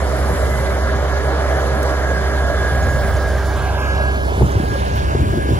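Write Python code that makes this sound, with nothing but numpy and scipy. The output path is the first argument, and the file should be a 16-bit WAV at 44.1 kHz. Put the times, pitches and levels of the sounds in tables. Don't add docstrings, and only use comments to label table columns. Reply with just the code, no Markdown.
import sys
import numpy as np
from scipy import signal
from scipy.fft import rfft, irfft, next_fast_len
from scipy.io import wavfile
from scipy.ndimage import uniform_filter1d, map_coordinates

SR = 44100
rng = np.random.default_rng(int(sys.argv[2]) if len(sys.argv) > 2 else 0)


def dump_mix(stems):
    frames = np.atleast_2d(stems).T
    limited = np.clip(frames, -1, 1)
    pcm = np.round(limited * 32767).astype(np.int16)
    wavfile.write(sys.argv[1], SR, pcm)


def makeup_ratio(level_db):
    decades = np.asarray(level_db, float) / 20
    return 10 ** decades


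N = 246507

# time in seconds, level in dB.
BREEZE = [(0, -30.5), (.4, -24), (.75, -29), (1.0, -30), (1.5, -33), (2.2, -37), (2.45, -27.5), (2.9, -23),
          (3.4, -29), (4.3, -32), (4.9, -27.5), (5.59, -21.5)]
# crest in seconds, level in dB, rise in seconds.
GUSTS = [(.31, -20, 0.024), (.6, -36, 0.031), (1.59, -29, .025), (1.95, -29, 0.097), (2.18, -29, 0.11),
         (2.49, -27, 0.074), (2.86, -46, .05), (3.05, -34, 0.04), (4.26, -21, 0.014), (4.43, -14.5, 0.065),
         (4.56, -24, 0.048), (4.63, -28, 0.046), (4.71, -27, .04), (5.05, -22, 0.048), (5.215, -17, 0.11),
         (5.38, -18, 0.058), (5.525, -21, 0.041)]
# start in seconds, peak in dB, length in seconds, left minus right in dB, pitch in Hz.
BUFFETS = [(4.317, -7.5, .005, -4, 398), (4.375, -11, 0.0069, 1, 393.5), (4.409, -1.5, 0.0047, 5, 340),
           (4.409, -4, 0.0023, 1, 620), (4.421, -5.5, .003, 0, 836), (4.439, -6, 0.0034, 0, 463),
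           (4.418, 0.5, 0.0034, 2, 423), (4.431, -9, 0.0033, 0, 330), (4.501, -14, .005, 0, 396),
           (4.55, -10, 0.0029, -2, 382), (4.567, -10, 0.0084, 1, 392), (4.603, -6.5, .003, 2, 287),
           (4.637, -5, 0.0028, 2, 420), (4.718, -8, 0.0084, -2, 390), (4.754, -7, 0.004, -4, 530),
           (4.78, -8, 0.003, 0, 257), (5.13, -13, 0.0047, -4, 608), (5.148, -1, 0.0045, 1.0, 394),
           (5.189, -9, 0.0053, 3, 318), (5.225, -7, 0.0069, -3, 288), (5.336, -16, 0.0044, 10, 635),
           (5.329, -4, 0.0054, 3, 337), (5.374, 0.5, 0.0036, 1, 335), (5.382, -2.5, 0.0034, 3, 300),
           (5.446, -17, .005, -3.5, 285), (5.488, -2.5, 0.004, 0, 310), (5.504, -1, 0.003, 1, 331),
           (5.52, -2.5, 0.004, 2, 340)]
# start in seconds, peak in dB, length in seconds,
# left minus right in dB, pitch in Hz.
THUMPS = [(0.323, -7, 0.011, -2, 153), (0.589, -10, 0.014, 4, 130), (2.472, -19, 0.0091, 2, 97),
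          (2.859, -7, 0.013, -7, 90), (3.04, -9, 0.01, 3, 170), (3.138, -6, .01, 0, 90),
          (4.238, -14, 0.01, -2, 95), (4.359, -11, .008, 0.0, 94.8), (4.413, 4, 0.0086, 0, 105),
          (4.429, 2, 0.0078, 1, 118), (4.425, -4, 0.01, 0, 197), (4.45, -4, 0.0074, 0, 128),
          (4.553, 2, 0.0098, -2, 99), (4.599, 3, 0.0023, 3, 170), (4.633, 1, 0.0023, 1, 168),
          (4.708, -1, 0.0095, 0, 99), (5.197, -3, 0.005, 7, 120), (5.211, 1, 0.0057, 7, 105),
          (5.239, -7, .006, 0, 110), (5.348, -4, .008, 2, 104), (5.383, -5, 0.0084, -1, 103),
          (5.508, 2, 0.0059, -3, 114), (5.533, 1, 0.0055, -1, 114.2), (5.558, -10, 0.0043, 4, 150)]

# level in dB at idle, at half revs, at top revs.
TRACTOR_ORDERS = [
    (-50, -31, -34),
    (-33.5, -27, -30),
    (-39.5, -34, -42),
]
TRACTOR_IDLE_HZ, TRACTOR_TOP_HZ, REV_START_S, REV_END_S = 39.57, 46.84, 2.2, 3.7

# time in seconds, left lag of the harvester in samples,
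# left lag of the chaff stream in samples, left minus right in dB, extra for the chaff in dB.
SWING = [(0, -5.5, -3.5, -1.5, 13), (2.5, -4.5, -5, -1.5, 6), (3.1, -2.5, -2.5, -2.5, 4),
         (3.55, 2.5, 0.5, -4, 13), (3.82, 6, 6, -4.5, 5), (4.03, 9, 9, -3.5, 5.5), (4.24, 14.5, 10, -2, 2),
         (4.36, 13.5, 11, -2, 1), (4.6, 16, 14, -3.5, 3), (4.9, 17.5, 15.5, 1, -10),
         (5.05, 17, 17, -1.5, -2), (5.25, 18, 18, 1, 2.5), (5.59, 17, 17.5, -0.5, 1)]

# start in seconds, length in seconds, pitch in Hz, level in dB.
SQUEALS = [(1.95, .45, 4935, -57), (2.05, .22, 173, -32), (2.2, .12, 3520, -52), (2.39, .09, 3480, -50),
           (2.52, .12, 3490, -44), (2.65, .1, 3490, -45), (2.55, .9, 790, -39), (.75, .25, 215, -34),
           (1.2, .25, 310, -36), (1.75, .25, 305, -35), (2.5, .25, 6964, -59), (2.5, .35, 5590, -59)]

# time in seconds, level in dB.
CHAFF = [(0, -41.5), (.2, -38.5), (.6, -38.5), (.95, -45), (1.7, -41.5), (2.55, -43), (2.8, -40.5),
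         (3.3, -41.5), (4.0, -45), (4.4, -42.5), (4.6, -43.5), (5.0, -45), (5.59, -43.5)]
# frequency in Hz, density in dB per Hz.
TOP_COLOUR = [(7200, -4), (8500, 3), (9500, -0.5), (10500, -5.5), (12000, -6), (13500, -10.5), (14500, -17),
              (15300, -14.5)]
# start in seconds, peak in dB, pitch in Hz, width in Hz, 60 dB decay in seconds.
TICKS = [
    (1.83, -24.5, 8100, 11000, .012),
    (2.8255, -30.5, 6767, 700, 0.033),
    (2.84, -36, 6590, 700, 0.043),
    (2.866, -42, 6700, 700, 0.051),
    (2.888, -42, 6800, 600, 0.4),
    (3.165, -36, 6250, 600, 0.057),
    (4.518, -37.5, 6500, 899.6, 0.06),
    (4.957, -41, 14400, 1000, 0.03),
    (4.955, -39, 13300, 1600, 0.12),
    (4.95, -45, 13000, 7000, 0.1),
]
IN_PHASE_HZ, PHASE_TURN_HZ = 10940, 4644
TOP_MID_FROM_HZ, TOP_END_HZ = 14900, 15700

ROAR_CENTRES_HZ = [600, 1400, 3800]
# frequency in Hz, density in dB per Hz.
ROAR_COLOUR = [(40, -35), (70, -20.5), (120, -22.5), (200, -17.5), (300, -21), (360, -17), (600, -14.5),
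               (850, -20), (1250, -19), (1600, -20), (2100, -30), (2650, -42), (3200, -33.5), (7000, -37.5)]
# frequency in Hz, change in dB.
TURNED_COLOUR = [(300, 1), (600, -5), (900, 4.5), (1150, -1.5), (1500, 4.5), (1900, 2.5), (2600, 10.5),
                 (3300, -1), (5000, -3.5)]
# frequency in Hz, likeness from 0 to 1.
LIKENESS = [(60, 0.98), (500, 0.91), (1300, 0.91), (1900, 0.79), (2600, 0.79), (3500, 0.44), (5000, 0.67),
            (6800, 0.04)]
# frequency in Hz, left minus right in dB.
LEAN = [(60, -19), (130, -5), (290, -0.5), (640, -4.5), (1410, 0), (3100, -3), (6820, -5.5), (15000, 0.0)]
# frequency in Hz, width in Hz, lift in dB.
RIDGES = [(302.7, 11, 8.5), (534, 185, 3), (610.6, 66, 6.5), (757, 17, 5.5), (1200, 130, 0.5),
          (2045, 110, 3.5), (2615, 150, 0.5), (3060, 81, 4), (3550, 100, 3), (3610, 74, -2.5),
          (5640, 130, -11)]
# upper limit in Hz, lag factor, extra left minus right in dB when facing away.
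BENDING = [(700, 1.58, 0.5), (1000, 1.25, -2.5), (1800, 0.982, -2), (2900, 0.92, -2.5), (8000, 0.912, -2)]
# time in seconds, feed in dB.
FEED = [(0, -1.5), (.6, -1), (1.0, -2), (1.4, 0.5), (1.8, 1), (2.0, -0.5), (2.3, -1), (2.8, -1.5),
        (3.3, -3), (3.6, 0), (3.85, 0.5), (4.2, -0.5), (4.6, -0.5), (4.85, 1), (5.2, -0.5), (5.4, -2),
        (5.59, 2.5)]
FEED_SHARES = [0.87, 0.57, 0.36]
SHADE_DB = [-1.1, -4.5, 0.7]
# time in seconds,
# share thrown back from 0 to 1, share of scatter lost in the chaff band from 0 to 1.
THROWN = [
    (0, 0, 0),
    (3.45, 0, 0),
    (3.7, 1, .3),
    (3.82, 1, .75),
    (4.0, 1, .75),
    (4.2, 0, .75),
    (4.33, 0, .75),
    (4.45, 0, 0),
    (5.59, 0, 0),
]
GLANCE_S, GLANCE_LENGTH_S, GLANCE_HZ, GLANCE_DB = 3.58, 0.63, 2540, 3.5
GLANCE_LEAD, GLANCE_HOLLOW = 4.1, 0.3
SHADOW_HZ, SHADOW_WIDTH_HZ = 1870, 660

# time in seconds, pump rate in Hz.
SHAFT = [
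    (0, 331),
    (.5, 328.5),
    (.7, 324),
    (.85, 326.3),
    (1.1, 334.6),
    (1.78, 334.2),
    (2.05, 329.4),
    (2.4, 328.8),
    (5.59, 328.6),
]
# time in seconds, level in dB.
LOADED = [
    (0, -60),
    (.35, -54),
    (.5, -42.5),
    (.85, -51),
    (1.05, -54),
    (1.4, -70),
    (5.59, -70),
]
# time in seconds, oil pressure as whine in dB, left lag in samples.
WHINE = [(0, -52, 6), (.5, -38.5, -2), (.68, -34.5, -6), (.8, -40, -4), (.93, -31.5, -6.5),
         (1.02, -40.5, 1), (1.15, -31.5, -6), (1.78, -34, -7.5), (2.05, -31.5, -6), (2.7, -27.5, -3.5),
         (3.2, -31.5, -1), (3.55, -35, 4), (3.75, -36, 6.5), (3.9, -26, 11), (4.08, -28, 10.6),
         (4.2, -34, 10.5), (4.3, -34, 11.6), (4.42, -43, 12), (4.52, -48, 15.5), (4.62, -34, 17.5),
         (4.72, -32, 22), (4.82, -39, 18), (4.9, -37, 18), (5.1, -34.5, 16.5), (5.3, -40.5, 18.5),
         (5.42, -32.5, 19), (5.59, -43, 17)]
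# multiple of the pump rate, level in dB against the high whine.
PUMP = [(14, 1), (15, 0), (16, -4), (17, 2), (18, -1), (19, 0), (20, -3)]
EXHAUST_ORDER, FAN_ORDER, GEAR_ORDER, MOTOR_ORDER = .2027, 1.2, 4.8, 6.2
EXHAUST_DB, EXHAUST_SHADE_DB, FAN_DB, FAN_SHADE_DB = -19, -6, -31, -3
GEAR_ON_S, GEAR_RISE_S, GEAR_IDLE_DB, GEAR_DB, GEAR_FADE_DB_PER_S = 1.73, 0.075, -69, -31, 3
GEAR_SHADE_DB = -11
HIGH_UNDER_GEAR_DB, HIGH_IDLE_DB = -19.5, -56


def in_time(rows):
    s, *columns = np.transpose(rows)
    return [np.interp(np.arange(N) / SR, s, c) for c in columns]


def at_hz(points, hz):
    table = np.array(points)
    return np.interp(np.log(hz), np.log(table[:, 0]), table[:, 1])


def rms_one(x):
    return x / np.sqrt(np.mean(x ** 2) + 1e-20)


def band(x, low_hz, high_hz, order=2):
    return signal.sosfilt(signal.butter(order, [low_hz, high_hz], "band", fs=SR, output="sos"), x)


def resonance(x, hz, width_hz):
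    r = np.exp(-np.pi * width_hz / SR)
    poles = [1, -2 * r * np.cos(2 * np.pi * hz / SR), r * r]
    return signal.lfilter(np.array([1, 0, -1]) * (1 - r * r) / 2, poles, x)


def late(x, lag):
    return map_coordinates(x, [np.arange(N) - lag], order=3, mode="nearest")


def drift(rate):
    r = np.exp(-80 * np.pi * rate / SR)
    white = rng.standard_normal(N // 40 + 2002)
    slow = signal.lfilter([1], [1, -2 * r, r * r], white)[2000:]
    return np.interp(np.arange(N) / 40, np.arange(len(slow)), rms_one(slow))


def tone(hz, rms_db, lag, lean_db, wobble_db, wander):
    phase = 2 * np.pi * np.cumsum(hz) / SR + wander * drift(9.1) + rng.uniform(0, 2 * np.pi)
    lean = makeup_ratio(np.array([[.5], [-.5]]) * lean_db)
    pair = np.sin([phase - 2 * np.pi * hz * lag / SR, phase]) * lean
    return np.sqrt(2) * makeup_ratio(rms_db + wobble_db * drift(10.6)) * pair


def facing_away(lag):
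    return np.clip((lag - .3) / 4.5, 0, 1)


def gust_level():
    t, power = np.arange(N) / SR, makeup_ratio(2 * in_time(BREEZE)[0])
    for s, db, rise in GUSTS:
        power = power + makeup_ratio(2 * db) * np.exp(-3.0 * ((t - s) / rise) ** 2)
    return np.sqrt(power)


def wind(alike):
    white = rng.standard_normal((3, N))
    rumble = band(band(white, 49.3, 362), 47, 95.5, order=1)
    shared, *own = rumble * [makeup_ratio(2.2 * drift(34.0)) for _ in range(3)]
    return gust_level() * rms_one(np.sqrt(alike) * shared + np.sqrt(1 - alike) * np.array(own))


def buffets():
    out, t = np.zeros((2, N + SR)), np.arange(SR // 10) / SR
    for s, db, length, lean_db, hz in BUFFETS + THUMPS:
        white = band(rng.standard_normal((3, len(t))), hz / 1.95, min(1.83 * hz, 1040))
        shared, *own = band(white, 52, 1092, order=1)
        rough = rms_one(shared + 0.51 * np.array(own))
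        swing = np.sqrt(2) * np.sin(2 * np.pi * hz * t) + .4 * rough
        shape = t / length * np.exp(1 - t / length) * np.exp(-(t / (2.35 * length)) ** 2)
        level = makeup_ratio(db - 13.0 + np.array([[lean_db], [-lean_db]]) / 2)
        at = round(s * SR)
        out[:, at:at + len(t)] += level * shape * swing
    return out[:, :N]


def tractor(lag):
    revs = np.clip((np.arange(N) / SR - REV_START_S) / (REV_END_S - REV_START_S), 0, 1)
    firing = TRACTOR_IDLE_HZ + revs * (TRACTOR_TOP_HZ - TRACTOR_IDLE_HZ)
    out = 0
    for k, levels_db in enumerate(TRACTOR_ORDERS, 1):
        db = np.interp(revs, [0, .5, 1], levels_db)
        out = out + tone(k * firing, db, lag, lean_db=6.0, wobble_db=1.5, wander=0.55)
    return out


def squeals(lag):
    t, out = np.arange(N) / SR, 0
    for s, length, hz, db in SQUEALS:
        swell = np.sin(np.pi * np.clip((t - s) / length, 0, 1)) ** .5
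        pitch = np.full(N, float(hz))
        out = out + swell * tone(pitch, db, lag, lean_db=-4.0, wobble_db=2.5, wander=0.9)
    return out


def chaff_hiss(level_db, lag):
    white, hiss = rng.standard_normal((2, N)), 0
    edges = [7000, 8000, 9100, 10200, 11400, 12700, 14000, 16400]
    for k, (a, b) in enumerate(zip(edges, edges[1:])):
        opened_db = 7.2 * np.clip((lag + 4.2) / 1.2, 0, 1) * (a > 13500)
        patch_db = 0.46 * drift(13.0) + 1.9 * drift(20)
        gain = makeup_ratio(at_hz(TOP_COLOUR, np.sqrt(a * b)) + opened_db + patch_db)
        hiss = hiss + gain * band(white[k % 2], a, b, order=3)
    return makeup_ratio(level_db + 0.47 * drift(6.9)) * rms_one(hiss)


def add_ticks(hiss):
    t = np.arange(SR // 10) / SR
    for s, db, hz, width_hz, t60 in TICKS:
        burst = band(rng.standard_normal(len(t)), hz - width_hz / 2, hz + width_hz / 2)
        at = round(s * SR)
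        hiss[at:at + len(t)] += makeup_ratio(db - 60 * t / t60) * rms_one(burst)
    return hiss


def top_hiss(level_db, lag):
    hiss = add_ticks(chaff_hiss(level_db, lag))
    size = next_fast_len(N)
    hz = np.arange(size // 2 + 1) * SR / size
    angle = np.pi * (hz - IN_PHASE_HZ) / PHASE_TURN_HZ
    whole, side = np.cos(angle), np.sin(angle)
    mid = whole * (abs(whole) > .45) * ((hz < 13000) | (hz > TOP_MID_FROM_HZ))
    side = side * (abs(side) > .45)
    fringe = whole * (abs(whole) > .2) * (abs(whole) <= .45) * (hz < 12700)
    fringe = fringe + whole * (hz > TOP_MID_FROM_HZ - 400) * (hz <= TOP_MID_FROM_HZ)
    spectrum = rfft(hiss, size) * (hz < TOP_END_HZ) / np.maximum(np.hypot(mid, side), .7)
    flicker = np.clip(2.0 * drift(18.0) - .3, 0, 1) * irfft(spectrum * fringe, size)[:N]
    missing = irfft(spectrum * (whole - mid), size)[:N]
    for s, _, _, width_hz, _ in TICKS:
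        if width_hz > 5000:
            flicker += (abs(np.arange(N) / SR - s) < .035) * missing
    left = irfft(spectrum * (mid - 1j * side), size)
    right = irfft(spectrum * (mid + 1j * side), size)
    return np.array([left, right])[:, :N] + flicker


def ridges(x):
    for hz, width_hz, db in RIDGES:
        x = x + (makeup_ratio(db) - 1) * resonance(x, hz, width_hz)
    return x


def roar(curves, lag, patchy_db, throb):
    t = np.arange(N) / SR
    beat = 1 + throb * np.sin(2 * np.pi * np.cumsum(EXHAUST_ORDER * in_time(SHAFT)[0]) / SR)
    changes = np.array([c - c.mean() for c in curves])
    white, together = ridges(rng.standard_normal((2, 3, N))), drift(10.5)
    away, (thrown, clear) = facing_away(lag), in_time(THROWN)
    glance_db = GLANCE_DB * np.sin(np.pi * np.clip((t - GLANCE_S) / GLANCE_LENGTH_S, 0, 1)) ** .5
    direct, out = np.zeros((len(BENDING), 2, N)), 0
    edges = 57 * 2 ** (np.arange(22) / 3)
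    for k, (a, b) in enumerate(zip(edges, edges[1:])):
        hz = np.sqrt(a * b)
        share = [np.interp(np.log(hz), np.log(ROAR_CENTRES_HZ), row) for row in np.eye(3)]
        colour_db = at_hz(ROAR_COLOUR, hz) + away * at_hz(TURNED_COLOUR, hz)
        colour_db = colour_db + glance_db * np.exp(-(np.log(hz / GLANCE_HZ) / 0.12) ** 2)
        patch_db = patchy_db * (0.12 * together + drift(14.0))
        gain = makeup_ratio(colour_db + share @ changes + patch_db)
        pulse = beat if hz > 250 else beat ** 13.0
        straight, *own = gain * band(white[k % 2], a, b) * pulse
        loose = np.clip(1 - at_hz(LIKENESS, hz), 0, 1) * (1 - 0.42 * away)
        loose = loose * (1 - clear * (1900 < hz < 4200))
        lean = makeup_ratio(at_hz(LEAN, hz) / 2 * np.array([[1], [-1]]))
        out = out + np.sqrt(loose) * lean * own
        path = np.searchsorted(np.array(BENDING)[:, 0], hz)
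        direct[path] += np.sqrt(1 - loose) * lean * straight
    _, chaff_lag, turn_db, chaff_db = in_time(SWING)
    lags = [lag, lag, lag, chaff_lag - GLANCE_LEAD * thrown, chaff_lag]
    for k, ((left, right), (_, factor, lean_db)) in enumerate(zip(direct, BENDING)):
        if k >= 3:
            lean_db = lean_db + chaff_db
        tilt_db = lean_db * away / 2
        out = out + [late(left, factor * lags[k]) * makeup_ratio(tilt_db), right * makeup_ratio(-tilt_db)]
    out = out - (0.64 * away + GLANCE_HOLLOW * thrown) * resonance(out, SHADOW_HZ, SHADOW_WIDTH_HZ)
    turn_db = turn_db + 2.0
    return band(out, 20.6, 6950, order=6) * makeup_ratio(np.array([turn_db, -turn_db]) / 2)


def harvester_tones(lag):
    pump, (whine_db, whine_lag) = in_time(SHAFT)[0], in_time(WHINE)
    since = np.arange(N) / SR - GEAR_ON_S
    exhaust_db = EXHAUST_DB + EXHAUST_SHADE_DB * np.clip((lag - 11.0) / 12.0, 0, 1)
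    fan_db = FAN_DB + FAN_SHADE_DB * facing_away(lag + 7.6)
    engaged = np.clip(since / GEAR_RISE_S, 0, 1)
    gear_db = GEAR_IDLE_DB + engaged * (GEAR_DB - GEAR_IDLE_DB - GEAR_FADE_DB_PER_S * since)
    high_db = np.where(since > GEAR_RISE_S, gear_db + HIGH_UNDER_GEAR_DB, HIGH_IDLE_DB)
    shaded_gear_db = gear_db - 4 + GEAR_SHADE_DB * np.clip((lag - 8) / 6, 0, 1)
    whine_lean_db = -3.5 + 2 * facing_away(lag + 2)
    boom = EXHAUST_ORDER * pump
    out = tone(boom, exhaust_db, 0.75 * lag + 4.3, lean_db=-3.5, wobble_db=-0.2, wander=0.018)
    out += tone(2 * boom, exhaust_db - 16, lag, lean_db=-4.5, wobble_db=3.0, wander=0.2)
    out += tone(FAN_ORDER * pump, fan_db, 1.6 * lag, lean_db=2.0, wobble_db=.8, wander=.1)
    out += tone(GEAR_ORDER * pump, shaded_gear_db, lag, lean_db=-1.5, wobble_db=3.0, wander=.3)
    out += tone(MOTOR_ORDER * pump, in_time(LOADED)[0], lag, lean_db=-9.0, wobble_db=6.5, wander=.4)
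    out += tone(3 * pump, -45, lag, lean_db=-1.5, wobble_db=3.0, wander=1.0)
    out += tone(5 * pump, whine_db, whine_lag, lean_db=whine_lean_db, wobble_db=1.8, wander=.3)
    for k, db in PUMP:
        out += tone(k * pump, high_db + db - 5, lag, lean_db=-4.0, wobble_db=2.5, wander=.6)
    return out + tone(np.full(N, 6964.), -66, lag, lean_db=0.0, wobble_db=2.5, wander=.9)


def scene():
    lag, feed_db = in_time(SWING)[0], in_time(FEED)[0]
    away = facing_away(lag + 2.3)
    layers_db = [share * feed_db + db * away for share, db in zip(FEED_SHARES, SHADE_DB)]
    noise = makeup_ratio(-22.5) * rms_one(roar(layers_db, lag, patchy_db=1.5, throb=0.023))
    machines = harvester_tones(lag) + tractor(lag) + noise + squeals(lag)
    return machines + top_hiss(in_time(CHAFF)[0], lag) + wind(alike=0.81) + buffets()


def drop_weaker(x, under_db, starved_db):
    _, _, cells = signal.stft([x[0] + x[1], x[0] - x[1]], nperseg=1536, noverlap=768)
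    power = uniform_filter1d(uniform_filter1d(abs(cells) ** 2, size=7, axis=1), size=2, axis=2)
    keep = power > power[::-1] * makeup_ratio(2 * under_db)
    usual = uniform_filter1d(uniform_filter1d(power, size=21, axis=1), size=15, axis=2)
    keep[:, 80:] &= (power > usual * makeup_ratio(2 * starved_db))[:, 80:]
    keep[:, :30] = True
    mid, side = signal.istft(cells * keep, nperseg=1536, noverlap=768)[1][:, :N]
    return np.array([mid + side, mid - side]) / 2


def band_limit(x):
    return signal.sosfilt(signal.butter(12, 16890, fs=SR, output="sos"), x)


def record(dry):
    dry = signal.sosfilt(signal.butter(3, 38, "high", fs=SR, output="sos"), dry)
    dry = 1.3 * np.tanh(dry / 1.3)
    dry = signal.sosfilt(signal.cheby2(14, 70, 16600, fs=SR, output="sos"), dry)
    mix = drop_weaker(dry, under_db=-12.5, starved_db=-4.5)
    return band_limit(mix)


dry = scene()
out = record(dry)
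dump_mix(out)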